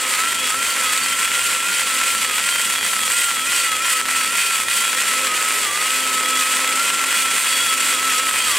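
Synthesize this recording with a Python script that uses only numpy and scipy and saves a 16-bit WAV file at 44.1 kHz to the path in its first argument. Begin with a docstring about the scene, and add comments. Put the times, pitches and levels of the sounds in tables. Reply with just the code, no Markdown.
"""An air die grinder sweeps a carbide burr to and fro inside a cylinder head port, close by in a workshop.
Its five motor vanes make a sine whine that bogs down and recovers with each stroke, over a shaft hum.
Shaped noise makes the burr's scratch and the roar of exhaust air and chips; resonances ring the casting.
Singing tones mark the walls, short bursts are snags, and low noise with booms is the workshop."""
import sys
import numpy as np
from scipy import signal
from scipy.fft import rfft, irfft
from scipy.io import wavfile
from scipy.ndimage import uniform_filter1d

SR = 44100
rng = np.random.default_rng(int(sys.argv[2]) if len(sys.argv) > 2 else 0)


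def output_pcm(signal):
    """Save a mono or channel-first signal as 16-bit PCM at the path in sys.argv[1].

    Samples are clipped to [-1, 1] before scaling.
    """
    pcm = np.clip(np.atleast_2d(signal).T, -1, 1) * 32767
    wavfile.write(sys.argv[1], SR, np.round(pcm).astype(np.int16))


N = 378378  # length of the scene [samples]

# strokes of the hand: the motor bogs down at the turn, recovers, then sags; later smoothing rounds the rates
# (slowest moment [s], slowest vane rate [Hz], recovery time [s], fastest vane rate [Hz],
#  bite swell [dB], low wall swell [dB], high wall swell [dB], shaft overtone swell [dB])
HAND_STROKES = [(-0.2, 1200, 0.15, 1300, 0.0, -45, -45, -45), (0.15, 1248, 0.14, 1362, 1.5, -31, -45, -41),
                (0.5, 1245, 0.13, 1375, 1.0, -31, -31, -41), (0.92, 1248, 0.12, 1350, 1.5, -31, -31, -41),
                (1.32, 1355, 0.028, 1392, 1, -31, -31.5, -41), (1.62, 1332, 0.07, 1407, 2, -32, -38, -36),
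                (1.959, 1292, 0.13, 1368, 1.5, -38, -45, -41),
                (2.341, 1230, 0.15, 1397, 3.5, -29, -31, -35), (2.79, 1318, 0.02, 1365, 2.5, -36, -33, -35),
                (3.07, 1268, 0.1, 1406, 3.5, -30, -32, -30.5),
                (3.42, 1283, 0.087, 1398, 4.5, -32, -38, -31), (3.77, 1251, 0.094, 1378, 4, -32, -35, -34),
                (3.91, 1299, 0.28, 1330, 1.5, -45, -45, -41), (4.24, 1267, 0.12, 1383, 3.5, -29, -39, -35),
                (4.631, 1283, 0.095, 1384, 3.5, -32, -32, -31),
                (4.96, 1299, 0.051, 1367, 0.5, -45, -32.5, -30.5),
                (5.12, 1301, 0.13, 1313, -0.5, -45, -45, -41), (5.28, 1245, 0.31, 1306, 1.0, -45, -45, -41),
                (5.69, 1141, 0.28, 1310, 1, -36, -42, -41), (6.26, 1278, 0.1, 1309, 2.5, -45, -49, -41),
                (6.42, 1256, 0.071, 1304, 2, -45, -40, -41), (6.78, 1315, 0.02, 1375, 2.5, -40, -45, -41),
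                (7.05, 1336, 0.07, 1388, 3.5, -45, -43, -41), (7.19, 1320, 0.17, 1340, 3.5, -45, -38, -41),
                (7.57, 1300, 0.059, 1383, 3.5, -45, -48, -41), (7.7, 1300, 0.19, 1343, 0, -45, -31, -41),
                (7.97, 1263, 0.1, 1330, 1.0, -45, -39, -41), (8.14, 1253, 0.11, 1323, 0, -45, -47, -41),
                (8.3, 1268, 0.11, 1326, 3.0, -31.5, -43, -41), (8.54, 1125, 0.17, 1206, 2.5, -45, -45, -41)]
# slow levels: (time [s], vane tone [dB], shaft hum before its resonance [dB], bite [dB], roar [dB],
#  low wall between rings [dB], high wall between rings [dB])
SLOW_LEVELS = [(0, -29.5, -44, -24.5, -23, -48, -44), (.7, -27.5, -45, -24.5, -23, -46, -45),
               (1.5, -29.5, -43.5, -25, -24, -44, -44), (2.2, -29, -44, -24, -23.5, -44, -35),
               (3, -29.5, -47, -23.5, -26, -41, -39.5), (3.9, -27, -46, -25.5, -24, -43, -43),
               (4.7, -27, -51, -23, -24, -44, -37), (5.3, -28, -42.5, -25, -22.5, -50, -38),
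               (5.8, -30, -44.5, -23.5, -23.5, -48, -41), (6.4, -24, -41, -24.5, -22.5, -46, -33.5),
               (6.9, -26, -43.5, -25, -22.5, -44, -37.5), (7.6, -26.5, -45.5, -23.5, -23, -49, -33.5),
               (8.2, -24, -41, -23.5, -22, -46, -37), (8.45, -27, -47, -23, -24, -33, -37),
               (8.58, -31, -46, -22, -21, -37, -33)]
# brief dips in level, deepest in the roar, slight in the vane tone: (time [s], depth in the bite [dB])
LEVEL_DIPS = [(0.35, 1), (0.58, 3.5), (2.81, 3.5), (2.97, 0.5), (3.44, 2), (3.81, 0.5), (4.04, 3.5),
              (4.29, 1), (4.66, 5.5), (4.9, 1.5), (4.96, 3.5), (5.34, 1.5), (5.7, 2), (7.24, 2.5)]
# bench resonance under the shaft hum: (centre [Hz], width [Hz])
HUM_RESONANCE = (263.4, 9)
# a second resonance, under twice the shaft rate: (centre [Hz], width [Hz], drive over the hum's [dB])
HUM_OCTAVE_RESONANCE = (516, 21, -3.5)
# shaft overtones heard through a port resonance: (multiple of the shaft rate [times], centre [Hz], width [Hz])
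SHAFT_OVERTONES = [(7, 1950, 250), (9, 2470, 300)]
# colour of the burr's scratch: (frequency [Hz], relative level per Hz [dB])
SCRATCH_COLOUR = [(1500, -30), (3000, -4), (6000, -8), (8200, 0), (9600, -4), (11500, -8.5), (12900, -15.5),
                  (14500, -12), (15800, -21)]
# resonances of the casting: (centre [Hz], width [Hz])
CASTING_MODES = [(2000, 90), (2500, 120), (2833, 30), (4530, 16), (5610, 18), (7355, 24), (7998, 45),
                 (8257, 90), (8451, 32), (9100, 150), (10833, 22), (11787, 22)]
# level of each casting resonance over the bite, in the same order: (level [dB])
CASTING_LEVELS = [-11.5, -9.5, -14.5, -17, -23.5, -33, -27, -11, -19, -15.5, -38, -22.5]
# colour of the roar of air and chips: (frequency [Hz], relative level per Hz [dB])
ROAR_COLOUR = [(410, -71), (700, -28), (1050, -2), (1210, -8), (1340, 0.5), (1800, -2.5), (1990, 3),
               (2290, 0), (2550, 1), (3660, -6.5), (6000, -12.5), (7800, -2.5), (13200, -120)]
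# the two walls that sing, low then high: (centre [Hz], width [Hz])
WALLS = [(3165, 16), (3341, 7)]
# colour of the workshop rumble: (frequency [Hz], relative level per Hz [dB])
SHOP_COLOUR = [(59, -45), (100, -26), (144, -25.5), (243, -17.5), (500, -9), (778, -13), (1000, -9),
               (1300, -25), (2200, -120)]
# slow changes in the workshop: (time [s], rumble level [dB], change in the deepest booms [dB])
RUMBLE_LEVELS = [(0, -39.5, 0), (1.5, -41, 2.5), (4.6, -42.5, 1.5), (5.2, -39, -1), (6.7, -37.5, -4.5),
                 (7, -39.5, -3.5), (8, -39, -2), (8.58, -38.5, 4.5)]
# room and bench resonances: (centre [Hz], width [Hz], level before slow changes [dB])
SHOP_BOOMS = [(77.4, 27, -62.5), (104, 23, -59.5), (192.8, 18, -54), (222, 18, -53.5), (326.4, 33, -53),
              (406.6, 30, -51.5), (515.2, 21, -47.5), (579, 37, -53.5)]
# the burr snags: (time [s], strength before the knock and edge gains [dB])
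BURR_SNAGS = [(0.1393, -8), (0.1867, -10), (0.3288, -9), (0.5039, -9), (1.0611, -8), (1.2769, -9),
              (1.7964, -9), (2.0141, -10), (2.1506, -9), (2.2474, -9), (2.2981, -9), (2.3815, -9),
              (2.7389, -9), (2.7839, -10), (2.8645, -9), (2.935, -9), (2.9927, -10), (3.0349, -10),
              (3.3058, -9), (3.3699, -10), (4.0139, -8), (4.1127, -10), (4.5075, -10), (4.559, -8),
              (4.6013, -9), (4.8522, -8), (4.9313, -7), (5.0356, -8), (5.2712, -9), (5.3773, -8),
              (5.425, -9), (5.6343, -9), (5.8254, -9), (6.5389, -8), (6.9072, -10), (7.0402, -7),
              (7.128, -7), (7.3822, -6), (7.4572, -8), (8.2938, -9)]
# how two microphone ports hear the scene, by side (half their difference) and mid (half their sum):
# (frequency [Hz], side minus mid [dB], in-step share [0-1, signed], quarter-cycle share [0-1, signed])
MIC_PORTS = [(700, -67.5, -0.39, 0), (2360, -75, -0.38, 0), (3770, -23.5, -0.11, -0.087),
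             (6440, -8, -0.081, 0.11), (7850, -12.5, -0.36, 0.73), (10900, 0.5, -0.08, 0.68),
             (12900, 0, 0.54, .5), (15500, -4, 0.18, 0.26)]

VANES = 5  # vane pulses in one turn of the shaft
CREST_POWER = 1.8  # rounds the fast crests and leaves the slow turns pointed
DIP_WIDTH_S, DIP_ROAR, DIP_VANE = 0.02, 1.8, 0.31  # last two: dB per dB of the bite's dip
OVERTONE_WIDTH_S = 0.046
BITE_LAG_S, BITE_WIDTH_S = 0.055, 0.04  # the bite swells just after the fastest moment
ROAR_SHARE = 0.26  # the roar follows part of the bite swell [dB per dB]
LOW_WALL_LAG_S, LOW_WALL_WIDTH_S = 0.057, 0.053  # rings after the fastest moment
HIGH_WALL_LEAD_S, HIGH_WALL_WIDTH_S = 0.036, 0.05  # rings before the slowest moment
SNAG_BODY, SNAG_EDGE = (1750, 2000), (8200, 6000)  # resonances (centre [Hz], width [Hz])
TOP_HZ = 15800  # highest pitch that passes


def undb(db):
    """Turn decibels into gain."""
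    return 10 ** (np.asarray(db) / 20)


def unit(x):
    """Scale to an rms (average strength) of 1."""
    return x / np.sqrt(np.mean(x ** 2))


def curves(table):
    """Draw the columns of a time table as lines, one value a sample."""
    s, *columns = np.transpose(table)
    return [np.interp(np.arange(N) / SR, s, c) for c in columns]


def over_hz(table):
    """Draw the columns of a frequency table as lines over log frequency, one value a transform bin."""
    hz, *columns = np.transpose(table)
    bin_hz = np.arange(N // 2 + 1) * SR / N
    return [np.interp(np.log(bin_hz + 1), np.log(hz), c) for c in columns]


def colour(x, table):
    """Filter x by the table's frequency levels, then scale to rms 1."""
    return unit(irfft(rfft(x) * undb(over_hz(table)[0]), N))


def ring(x, hz, width_hz):
    """Pass x through one resonance, with gain 1 at its centre."""
    return signal.lfilter(*signal.iirpeak(hz, hz / width_hz, SR), x)


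def walk(rate):
    """Wander at random: levels held 1 / rate seconds, smoothed twice, rms 1."""
    hold = max(int(SR / rate), 1)
    steps = np.repeat(rng.standard_normal(N // hold + 1), hold)
    return unit(uniform_filter1d(uniform_filter1d(steps, hold), hold)[:N])


def noise():
    """Two unrelated rows of hiss: what both microphone ports share, and what differs between them."""
    return rng.standard_normal((2, N))


def swells(times, heights, width_s):
    """Add up a bell-shaped swell at each time."""
    t = np.arange(0, N, 64) / SR  # a coarse time grid is enough for slow bells
    bells = np.exp(-.5 * ((t[:, None] - times) / width_s) ** 2)
    return np.interp(np.arange(N) / SR, t, bells @ heights)


def dip_db():
    """Brief bell-shaped dips in level, as a negative number of dB."""
    return -swells(*np.transpose(LEVEL_DIPS), DIP_WIDTH_S)


def vane_rate():
    """Vane rate climbs from each slowest moment to a rounded crest and falls ever faster to the next."""
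    s, slow_hz, rise_s, fast_hz = np.transpose(HAND_STROKES)[:4]
    turning_s = np.ravel([s, s + rise_s], order="F")  # slowest, fastest, slowest, ...
    turning_hz = np.ravel([slow_hz, fast_hz], order="F")
    count = np.arange(2 * len(s))
    step = np.interp(np.arange(N) / SR, turning_s, count)
    height = 1 - np.abs(step % 2 - 1) ** CREST_POWER
    climbing = step % 2 < 1
    eased = np.floor(step) + np.where(climbing, height, 1 - height)
    return uniform_filter1d(np.interp(eased, count, turning_hz), size=1500)


def motor():
    """The vane tone wavers and flutters; the shaft hums a fifth as fast; overtones sing in mid recovery."""
    vane_hz = vane_rate() * (1 + 0.00392 * walk(60))
    vane_db, hum_db = curves(SLOW_LEVELS)[:2]
    turn = 2 * np.pi * np.cumsum(vane_hz) / SR / VANES  # shaft angle
    vane_db = vane_db + DIP_VANE * dip_db() + 1.2 * walk(9) + 1.72 * walk(50)
    out = undb(vane_db) * np.sin(VANES * turn)
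    out = out + undb(hum_db + 1.6 * walk(4.02)) * ring(np.sin(turn), *HUM_RESONANCE)
    octave_hz, octave_width, octave_db = HUM_OCTAVE_RESONANCE
    octave = ring(np.sin(2 * turn), octave_hz, octave_width)
    out = out + undb(hum_db + octave_db + 3.1 * walk(7)) * octave
    s, _, rise_s, *_, sing_db = np.transpose(HAND_STROKES)
    sing = swells(s + 0.7 * rise_s, undb(sing_db), OVERTONE_WIDTH_S) + undb(-49)
    for order, hz, width in SHAFT_OVERTONES:
        out = out + ring(sing * undb(2 * walk(12)) * np.sin(order * turn), hz, width)
    return np.sqrt(2) * out  # a sine needs this peak for rms 1


def burr():
    """Uneven contact makes scratch and roar lumpy together; bigger chips thump in the roar; casting rings."""
    s, _, rise_s, _, swell_db = np.transpose(HAND_STROKES)[:5]
    swell_db = swells(s + rise_s + BITE_LAG_S, swell_db, BITE_WIDTH_S)
    bite_db, roar_db = curves(SLOW_LEVELS)[2:4]
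    lumps_db = 0.78 * walk(9) + 0.73 * walk(25) + 1.17 * walk(150)
    chip_sizes = np.minimum(rng.exponential(size=N // 30 + 1), 6.5)  # mostly small, a few big
    chips = uniform_filter1d(np.repeat(chip_sizes, 30)[:N], size=30)
    contact = undb(lumps_db + chips)
    scratch = colour(contact * noise(), SCRATCH_COLOUR)
    drive = contact * noise()
    for (hz, width), db in zip(CASTING_MODES, CASTING_LEVELS):
        mode_db = db + 0.45 * swell_db + walk(5) + 2.5 * walk(20)
        scratch = scratch + undb(mode_db) * unit(ring(drive, hz, width))
    roar = colour(undb(0.85 * lumps_db + 2.2 * chips) * noise(), ROAR_COLOUR)
    bite_db = bite_db + swell_db + dip_db()
    roar_db = roar_db + ROAR_SHARE * swell_db + DIP_ROAR * dip_db()
    return undb(bite_db) * scratch + undb(roar_db) * roar


def chatter(hz, width_hz):
    """A wall that sings: a slightly unsteady tone with noise ringing round it."""
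    tone = np.sqrt(2) * np.sin(2 * np.pi * np.cumsum(hz + 6.0 * walk(15)) / SR)
    return unit(1.6 * tone + unit(ring(noise(), hz, width_hz)))


def walls():
    """Each stroke takes the burr past one wall and then the other, and each wall sings in turn."""
    s, _, rise_s, _, _, low_db, high_db, _ = np.transpose(HAND_STROKES)
    low = swells(s + rise_s + LOW_WALL_LAG_S, undb(low_db), LOW_WALL_WIDTH_S)
    high = swells(s - HIGH_WALL_LEAD_S, undb(high_db), HIGH_WALL_WIDTH_S)
    out = 0
    for swell, steady_db, mode in zip((low, high), curves(SLOW_LEVELS)[4:], WALLS):
        out = out + (swell + undb(steady_db + 2.2 * walk(8))) * chatter(*mode)
    return out


def shop():
    """Low workshop rumble booms in room and bench resonances; the upper ones swell with it."""
    rumble_db, deep_db = curves(RUMBLE_LEVELS)
    out = undb(rumble_db) * colour(noise(), SHOP_COLOUR)
    for hz, width, db in SHOP_BOOMS:
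        swell_db = (rumble_db - rumble_db.mean()) * (hz > 300) + deep_db * (hz < 150)
        boom = unit(ring(ring(noise(), hz, width), hz, width))
        out = out + undb(db + swell_db + walk(3.15)) * boom
    return out


def snags(count=220, small_db=-14):
    """Each snag is a low knock and a bright millisecond burst; many more fall at random, mostly smaller."""
    small = rng.random((count, 2)) * [N / SR, 5.0] + [0, small_db]  # random time [s] and strength [dB]
    knock, edge = np.zeros((2, 2, N + 220))
    fade = np.exp(-np.arange(220) / SR / .0008)
    for s, db in [*BURR_SNAGS, *small]:
        i = int(s * SR)
        knock[0, i] += undb(db + 23.5)  # one click, in the shared row only
        edge[:, i:i + 220] += undb(db - 1.0) * fade * rng.standard_normal((2, 220))
    knock = ring(ring(knock, *SNAG_BODY), *SNAG_BODY)
    edge = ring(ring(edge, *SNAG_EDGE), *SNAG_EDGE)
    return (knock + edge)[:, :N]


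def scene():
    """Two close microphone ports agree in the bass and part in the treble, where one of them leads."""
    mid, apart = rfft(motor() + burr() + walls() + shop() + snags())
    side_db, in_step, quarter = over_hz(MIC_PORTS)
    free = np.sqrt(np.clip(1 - in_step ** 2 - quarter ** 2, 0, 1))  # share unrelated to mid
    side = undb(side_db) * ((in_step + 1j * quarter) * mid + free * apart)
    return irfft(np.array([mid + side, mid - side]), N)


def record(dry, top=0.22, duck_strength=12.0, release_s=0.024):
    """Peaks over the threshold duck the gain for a moment and are rounded; then the top treble is cut."""
    loudness = uniform_filter1d(np.abs(dry).max(axis=0), size=24)
    over = np.maximum(loudness - top, 0)
    keep = np.exp(-1 / (release_s * SR))
    duck_db = np.minimum(duck_strength * signal.lfilter([.04], [1, -keep], over), 8)  # at most 8 dB
    rounded = np.tanh(dry * undb(-duck_db))
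    top_cut = signal.ellip(14, .2, 90, TOP_HZ, fs=SR, output="sos")
    return signal.sosfilt(top_cut, rounded)


dry = scene()
out = record(dry)
output_pcm(out)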